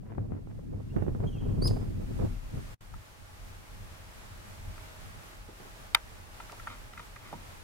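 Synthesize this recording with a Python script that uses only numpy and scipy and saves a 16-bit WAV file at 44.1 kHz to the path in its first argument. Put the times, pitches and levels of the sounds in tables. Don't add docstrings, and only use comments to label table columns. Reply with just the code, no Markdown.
import sys
import numpy as np
from scipy import signal
from scipy.fft import rfft, irfft, next_fast_len
from scipy.io import wavfile
from scipy.ndimage import uniform_filter1d

SR = 44100
rng = np.random.default_rng(int(sys.argv[2]) if len(sys.argv) > 2 else 0)


def output_pcm(signal):
    pcm = np.clip(np.atleast_2d(signal).T, -1, 1) * 32767
    wavfile.write(sys.argv[1], SR, np.round(pcm).astype(np.int16))


N = 336483
TIME = np.arange(N) / SR
GUST_RISE = 0.48
CHIRP_S, CLIMB_S, PLUNGE_S = 1.617, .055, .0135
ACCENT_DELAY_S = .011

# (frequency [Hz], side minus mid [dB])
WIND_WIDTH = [(25, -7), (60, -9.5), (105, -3), (170, -1.5), (350, 8.5), (4000, -4)]


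def undb(db):
    return 10 ** (np.asarray(db) / 20)


def curve(table):
    return np.interp(TIME, *np.transpose(table))


def gain_at(hz, points):
    f, db = np.transpose(points)
    return undb(np.interp(np.log(hz + 1), np.log(f), db))


def noise(colour, width):
    size = next_fast_len(N)
    hz = np.arange(size // 2 + 1) * SR / size
    spectra = rfft(rng.standard_normal((2, size))) * gain_at(hz, colour)
    mid = irfft(spectra[0], size)[:N]
    side = irfft(spectra[1] * gain_at(hz, width), size)[:N]
    return np.array([mid + side, mid - side]) / mid.std()


def walk(rate_hz):
    hold = max(int(SR / rate_hz), 2)
    steps = np.repeat(rng.standard_normal(N // hold + 2), hold)
    smooth = uniform_filter1d(uniform_filter1d(steps, hold), hold)[:N]
    return smooth / smooth.std()


def flicker(rate_hz, depth_db):
    gain = undb(depth_db * walk(rate_hz))
    return gain / np.sqrt(np.mean(gain ** 2))


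def swells(table, rise):
    power = 0
    for s, db, length_s in table:
        width_s = length_s * np.where(TIME < s, rise, 1 - rise)
        power = power + undb(db) ** 2 * np.exp(-2 * ((TIME - s) / width_s) ** 2)
    return power


def gate(s, length_s, edge_s):
    return np.clip(np.minimum(TIME - s, s + length_s - TIME) / edge_s, 0, 1)


def band(x, lo_hz, hi_hz, order=2):
    sos = signal.butter(order, [lo_hz, min(hi_hz, .45 * SR)], "band", fs=SR, output="sos")
    return signal.sosfilt(sos, x)


def pan(db):
    return undb(np.array([[db], [-db]]) / 2)


def add(out, s, sound):
    i = int(s * SR)
    out[:, i:i + sound.shape[1]] += sound[:, :N - i]


def wind(calm_s=2.78, eddy_db=-15.5, eddy_growth=1.35, roar_growth=0.86, breeze_db=4.7):
    # (crest [s], relative level [dB], length [s])
    gusts = [(0.21, -38, 0.1), (0.34, -37.5, .07), (0.75, -39, 0.18), (1.04, -38, 0.15),
             (1.24, -30.5, 0.088), (1.51, -33, 0.17), (1.69, -29, 0.21), (2.03, -38, 0.047),
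             (2.22, -29.3, 0.11), (2.57, -37.5, 0.1), (2.95, -45, 0.11), (3.48, -44, 0.094),
             (3.79, -46.5, 0.18), (4.68, -43, 0.17)]
    # (time [s], relative level [dB])
    flow_levels = [(0, -46), (0.88, -46), (0.97, -39), (2.25, -39), (2.38, -52.5), (2.78, -54)]
    breeze_levels = [(2.9, -54.5), (4.84, -49.5), (5.37, -53.5), (7.6, -51.5)]
    rumble_levels = [(0, -47.5), (0.88, -50), (0.98, -39.5), (1.4, -41.5), (1.72, -31), (1.88, -42),
                     (2.03, -34), (2.4, -40), (2.6, -39.5), (2.74, -48)]
    # (frequency [Hz], density [dB])
    roar_colour = [(40, -13), (65, -3.5), (105, 6), (150, -2.5), (260, -9.5), (420, -23), (800, -67)]
    eddy_colour = [(200, -35.5), (400, 8), (650, 0.5), (1000, -8), (1600, -19.5), (2500, -30), (5000, -58)]
    rumble_colour = [(10, -9), (24, 27), (36, 33), (55, 24.5), (90, -35.5)]
    breeze_colour = [(10, -19), (25, -1.5), (42, 2.5), (65, -9.5), (98, 0), (135, -14.5), (200, -18.5),
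                     (320, -32), (700, -54)]
    steady_db = np.where(TIME < calm_s, curve(flow_levels), curve(breeze_levels))
    gust_db = 10 * np.log10(undb(steady_db) ** 2 + swells(gusts, GUST_RISE))
    top_db = gust_db.max()
    roar = noise(roar_colour, WIND_WIDTH) * flicker(rate_hz=43, depth_db=1.6)
    roar *= undb(top_db + roar_growth * (gust_db - top_db))
    eddies = noise(eddy_colour, WIND_WIDTH) * flicker(rate_hz=110, depth_db=5.0)
    eddies *= undb(top_db + eddy_db + eddy_growth * (gust_db - top_db))
    rumble = noise(rumble_colour, WIND_WIDTH) * undb(curve(rumble_levels))
    breeze = noise(breeze_colour, WIND_WIDTH) * flicker(rate_hz=31, depth_db=2.0)
    breeze *= undb(gust_db + breeze_db)
    return np.where(TIME < calm_s, roar + eddies * pan(-5.5) + rumble * pan(2.8), breeze)


def motor(drift=0.00401):
    # (frequency [Hz], relative level [dB])
    tones = [(629, -67.5), (839, -67)]
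    capsule_rad = np.array([[0], [1.4]])
    whine = 0
    for hz, db in tones:
        phase = 2 * np.pi * np.cumsum(hz * (1 + drift * walk(rate_hz=12))) / SR
        gain = np.sqrt(2) * undb(db) * flicker(rate_hz=7.6, depth_db=1.5)
        whine = whine + gain * np.sin(phase + capsule_rad)
    return whine * pan(-10.5)


def garden():
    # (time [s], level [dB])
    hiss_levels = [(0, -72.5), (1.0, -66), (2.0, -60), (3.0, -54.5), (4.6, -51), (7.63, -52.3)]
    # (frequency [Hz], density [dB])
    hiss_colour = [(400, 0), (1200, -1), (2000, -4.5), (3200, -8.5), (5000, -11), (12000, -15.3),
                   (15500, -20.5)]
    # (frequency [Hz], side minus mid [dB])
    air_width = [(200, -2.5), (1300, 2.5), (2500, 2.5), (5000, 0.5), (10000, 1), (13000, -18)]
    hiss_db = curve(hiss_levels)
    hiss = noise(hiss_colour, air_width) * undb(hiss_db) * flicker(rate_hz=9, depth_db=0.93)
    return hiss + motor() * undb(hiss_db - hiss_db.max())


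def buffets(spike_s=.0007, leak=.15, flutter_db=-23.5, rise_s=0.0034, fall_s=.011):
    # (time [s], peak before filtering [dB], left minus right [dB])
    hits = [(.12, -24, -11), (.182, -12, 4.5), (.321, -16.5, 2.5), (.473, -26, -4), (.965, -7, -5),
            (.985, -17, -5), (1.024, -10.5, -5.5), (1.066, -17, -2), (1.082, -13, -5), (1.15, -16.5, -4),
            (1.204, -18, 4), (1.241, -19, -7), (1.624, -13, -8), (1.658, -10, -7.5), (1.711, -16, -5),
            (1.829, -20, -7)]
    # (frequency [Hz], density [dB])
    flutter_colour = [(40, -7), (110, 5), (300, 2), (600, -10), (1800, -27), (9000, -83)]
    spikes, strength = 0, 0
    for s, db, pan_db in hits:
        age_s = TIME - s
        ports = np.array([[1], [-leak]] if pan_db > 0 else [[leak], [-1]])
        spikes = spikes + undb(db) * ports * np.exp(-abs(age_s) / spike_s)
        envelope = np.exp(-abs(age_s) / np.where(age_s < 0, rise_s, fall_s))
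        strength = strength + undb(db) * pan(pan_db) * envelope
    flutter = noise(flutter_colour, WIND_WIDTH)
    slaps = band(band(spikes + 1e-18, 60, 4500, order=1), 30, 2200)
    return slaps + undb(flutter_db) * strength * flutter


def crackle(pops_per_s=450):
    # (crest [s], level [dB], length [s])
    flurries = [(.12, -52.5, 0.12), (.35, -54.5, 0.083), (.51, -56, 0.028), (1.0, -53, .06),
                (1.42, -55, .04)]
    pops = (rng.random((2, N)) < pops_per_s / SR) * rng.standard_normal((2, N))
    pops = band(band(pops, 360, 720, order=1), 300, 2300, order=3)
    return pops / pops.std() * np.sqrt(swells(flurries, GUST_RISE))


def syrinx(hz, gain, tilt_db, jitter, shimmer_db):
    # (multiple, level [dB])
    harmonics = [(1, 0), (2, -13), (3, -23)]
    phase = 2 * np.pi * np.cumsum(hz * (1 + jitter * walk(rate_hz=900))) / SR
    voice = sum(undb(db + (k - 1) * tilt_db) * np.sin(k * phase) for k, db in harmonics)
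    return np.sqrt(2) * voice * gain * flicker(rate_hz=360, depth_db=shimmer_db)


def whistlers():
    # (onset [s], length [s], start [Hz], end [Hz], level [dB], tilt [dB/harmonic])
    notes = [(.895, .03, 2660, 2900, -70, -6), (1.267, .034, 3240, 3200, -56, -6),
             (1.3, .062, 3170, 2790, -71, 7), (1.318, .075, 3080, 2430, -65, -15),
             (2.335, .028, 2750, 2520, -68, -6)]
    out = 0
    for s, length_s, start_hz, end_hz, db, tilt_db in notes:
        hz = np.interp(TIME, [s, s + length_s], [start_hz, end_hz])
        gain = undb(db) * gate(s, length_s, edge_s=length_s / 5)
        out = out + syrinx(hz, gain, tilt_db, jitter=.02, shimmer_db=2.5)
    return out


def hummingbird(tilt_db=-2, harsh_db=15):
    start_hz, ceiling_hz, end_hz, ease_s = 4330, 5170, 1900, .024
    crest_db, swell_db, fade_db = -30, 17, 29
    accent_db, accent_width_s = 7, .004
    age_s = np.clip(TIME - CHIRP_S, 0, CLIMB_S + PLUNGE_S)
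    climb = np.minimum(age_s / CLIMB_S, 1)
    plunge = np.maximum(age_s - CLIMB_S, 0) / PLUNGE_S
    hz = ceiling_hz - (ceiling_hz - start_hz) * np.exp(-age_s / ease_s)
    hz -= (ceiling_hz - end_hz) * plunge ** 2
    accent = np.exp(-((age_s - ACCENT_DELAY_S) / accent_width_s) ** 2)
    db = crest_db - swell_db * (1 - climb) + accent_db * accent - fade_db * plunge ** 2
    gain = undb(db) * gate(CHIRP_S, CLIMB_S + PLUNGE_S, edge_s=.002)
    return syrinx(hz, gain, tilt_db + harsh_db * plunge, jitter=.004 + .04 * plunge, shimmer_db=1)


def rasp(accent_db=-57, plunge_db=-44, length_s=.014):
    hoarse = band(rng.standard_normal(N), 4400, 8000, order=1)
    bursts = [(CHIRP_S + ACCENT_DELAY_S, accent_db, length_s),
              (CHIRP_S + CLIMB_S + .5 * PLUNGE_S, plunge_db, length_s)]
    return band(hoarse, 3000, 13000) * np.sqrt(swells(bursts, rise=0.54))


def foliage(x, near_db, near_t60_s, far_db, far_t60_s, build_s):
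    t = np.arange(SR // 2) / SR
    tail = 0
    for db, t60_s in (near_db, near_t60_s), (far_db, far_t60_s):
        scatter = rng.standard_normal(len(t)) + .5 * rng.standard_normal((2, len(t)))
        scatter *= undb(-60 * t / t60_s) * np.minimum(t / build_s, 1) ** 2
        tail = tail + undb(db) * scatter / np.sqrt(np.sum(scatter ** 2) / 2)
    return x + signal.fftconvolve(x[None], tail, axes=1)[:, :N]


def birds():
    near = foliage(hummingbird(), near_db=-11, near_t60_s=.14, far_db=-15.5, far_t60_s=.41, build_s=.008)
    hoarse = foliage(rasp(), near_db=-1, near_t60_s=.16, far_db=-5, far_t60_s=.36, build_s=.005)
    far = foliage(whistlers(), near_db=-7, near_t60_s=.25, far_db=-3, far_t60_s=.8, build_s=.085)
    return near + hoarse + far * pan(3)


def casing(rise_s=0.0014):
    # (frequency [Hz], level [dB], t60 [s], phase between capsules [rad], left minus right [dB])
    modes = [(610, -9, 0.04, 2.2, 0), (820, -10.5, 0.047, 1.85, -2), (945, -5, .045, 0.93, 1),
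             (1200, 2.5, 0.021, .5, 1), (1375, 3, 0.024, 1.4, 2), (1830, -11, 0.025, -2, -15),
             (2100, 3, .017, 0.84, 1), (2420, 4.5, 0.019, 2.2, -3.5), (3160, 8.5, .011, 2, 0),
             (3690, 11, .013, 2.5, 6), (4850, 8.5, .008, .3, -12)]
    t = np.arange(SR // 10) / SR
    ports = np.array([[.5], [-.5]])
    ring = 0
    for k, (hz, db, t60_s, phase_rad, pan_db) in enumerate(modes):
        tone = (-1) ** k * np.sin(2 * np.pi * hz * t + ports * phase_rad)
        ring = ring + undb(db - 60 * t / t60_s) * pan(pan_db) * tone
    return ring * (1 - np.exp(-(t / rise_s) ** 2))


def casing_ticks(scrape_cycles=3.5, spread=1.5, ring_db=-1, rustle_db=2.5, click_s=0.0014):
    # (time [s], level [dB], centre of contact force [Hz], relative click [dB])
    contacts = [(2.938, -48.5, 1100, -5), (4.778, -47.5, 1480, -10), (5.485, -47, 250, -6),
                (5.6, -49, 200, -10), (5.65, -51, 220, -12), (5.9665, -39.5, 1050, -14),
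                (6.4, -38.5, 1250, -14), (6.496, -44.5, 1300, -10), (6.521, -43.5, 570, 5),
                (6.597, -43.5, 1450, -4), (6.671, -32, 1180, -11), (6.933, -46, 1800, -12),
                (6.976, -40.5, 1750, -11), (6.995, -41, 1200, -5), (7.16, -43, 1370, -2),
                (7.326, -38, 650, -10), (7.328, -41.5, 165, -20)]
    out, ring = np.zeros((2, N)), casing()
    t = np.arange(ring.shape[1]) / SR
    for s, db, force_hz, click_db in contacts:
        grit = rng.standard_normal(len(t)) + .5 * rng.standard_normal(ring.shape)
        contact = np.exp(-t * force_hz / scrape_cycles)
        knock = signal.fftconvolve(grit[:1] * contact, ring, axes=1)[:, :len(t)]
        knock = band(knock, force_hz / spread, force_hz * spread, order=3)
        knock /= knock[:, :SR // 100].std()
        rustle = band(grit, force_hz / spread, force_hz * spread)
        rustle = rustle / rustle.std() * np.sqrt(contact)
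        click = band(grit, 2500, 6200, order=1)
        click = click / click.std() * np.exp(-t / click_s)
        tick = undb(ring_db) * knock + undb(rustle_db) * rustle + undb(click_db) * click
        add(out, s, tick * undb(db))
    return out


def snap(onset_s=5.9465, slip_s=.0006, body_db=-10.5):
    crack_db, crack_s, crunch_db, crunch_s = -10, 0.0017, -14, .0026
    rattle_db, rattle_t60_s, echo_db, echo_t60_s = -14, .065, -35, .25
    out, ring = np.zeros((2, N)), casing()
    t = np.arange(ring.shape[1]) / SR
    burst = lambda crest_s: (t / crest_s) ** 2 * np.exp(2 - 2 * t / crest_s)
    grit = rng.standard_normal(ring.shape)
    shake = grit - 0.42 * grit[::-1]
    crack = band(shake, 7340, 13000) * burst(crack_s)
    crunch = band(grit, 900, 5400) * burst(crunch_s)
    decay = undb(rattle_db - 60 * t / rattle_t60_s) + undb(echo_db - 60 * t / echo_t60_s)
    tail = band(rng.standard_normal(ring.shape), 780, 2200) * decay
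    body = band(ring, 1220, 7900, order=1) * undb(body_db)
    add(out, onset_s, undb(crack_db) * crack + undb(crunch_db) * crunch)
    add(out, onset_s + slip_s, body + tail)
    return out


def finger_slides(slips_per_s=900, rub_db=-6):
    # (crest [s], level [dB], length [s])
    slides = [(6.705, -43, 0.08), (6.995, -49.5, 0.09), (7.28, -51.5, 0.18)]
    slips = (rng.random(N) < slips_per_s / SR) * undb(2 * rng.exponential(size=N))
    creak = band(signal.fftconvolve(slips[None], casing(), axes=1)[:, :N], 700, 2700)
    rub = band(rng.standard_normal((2, N)), 136, 275)
    friction = creak / creak.std() + undb(rub_db) * rub / rub.std()
    return friction * np.sqrt(swells(slides, rise=0.46))


def scene():
    air = wind() + buffets() + crackle() + garden()
    return air + birds() + snap() + casing_ticks() + finger_slides()


def record(dry, top_hz=15800):
    # (time [s], gain [dB])
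    dropout = [(2.744, -0.5), (2.748, -17), (2.775, -45), (2.805, -30), (2.809, -3.5)]
    dipped = dry * undb(curve(dropout))
    return signal.sosfilt(signal.ellip(10, .2, 70, top_hz, fs=SR, output="sos"), dipped)


dry = scene()
out = record(dry)
output_pcm(out)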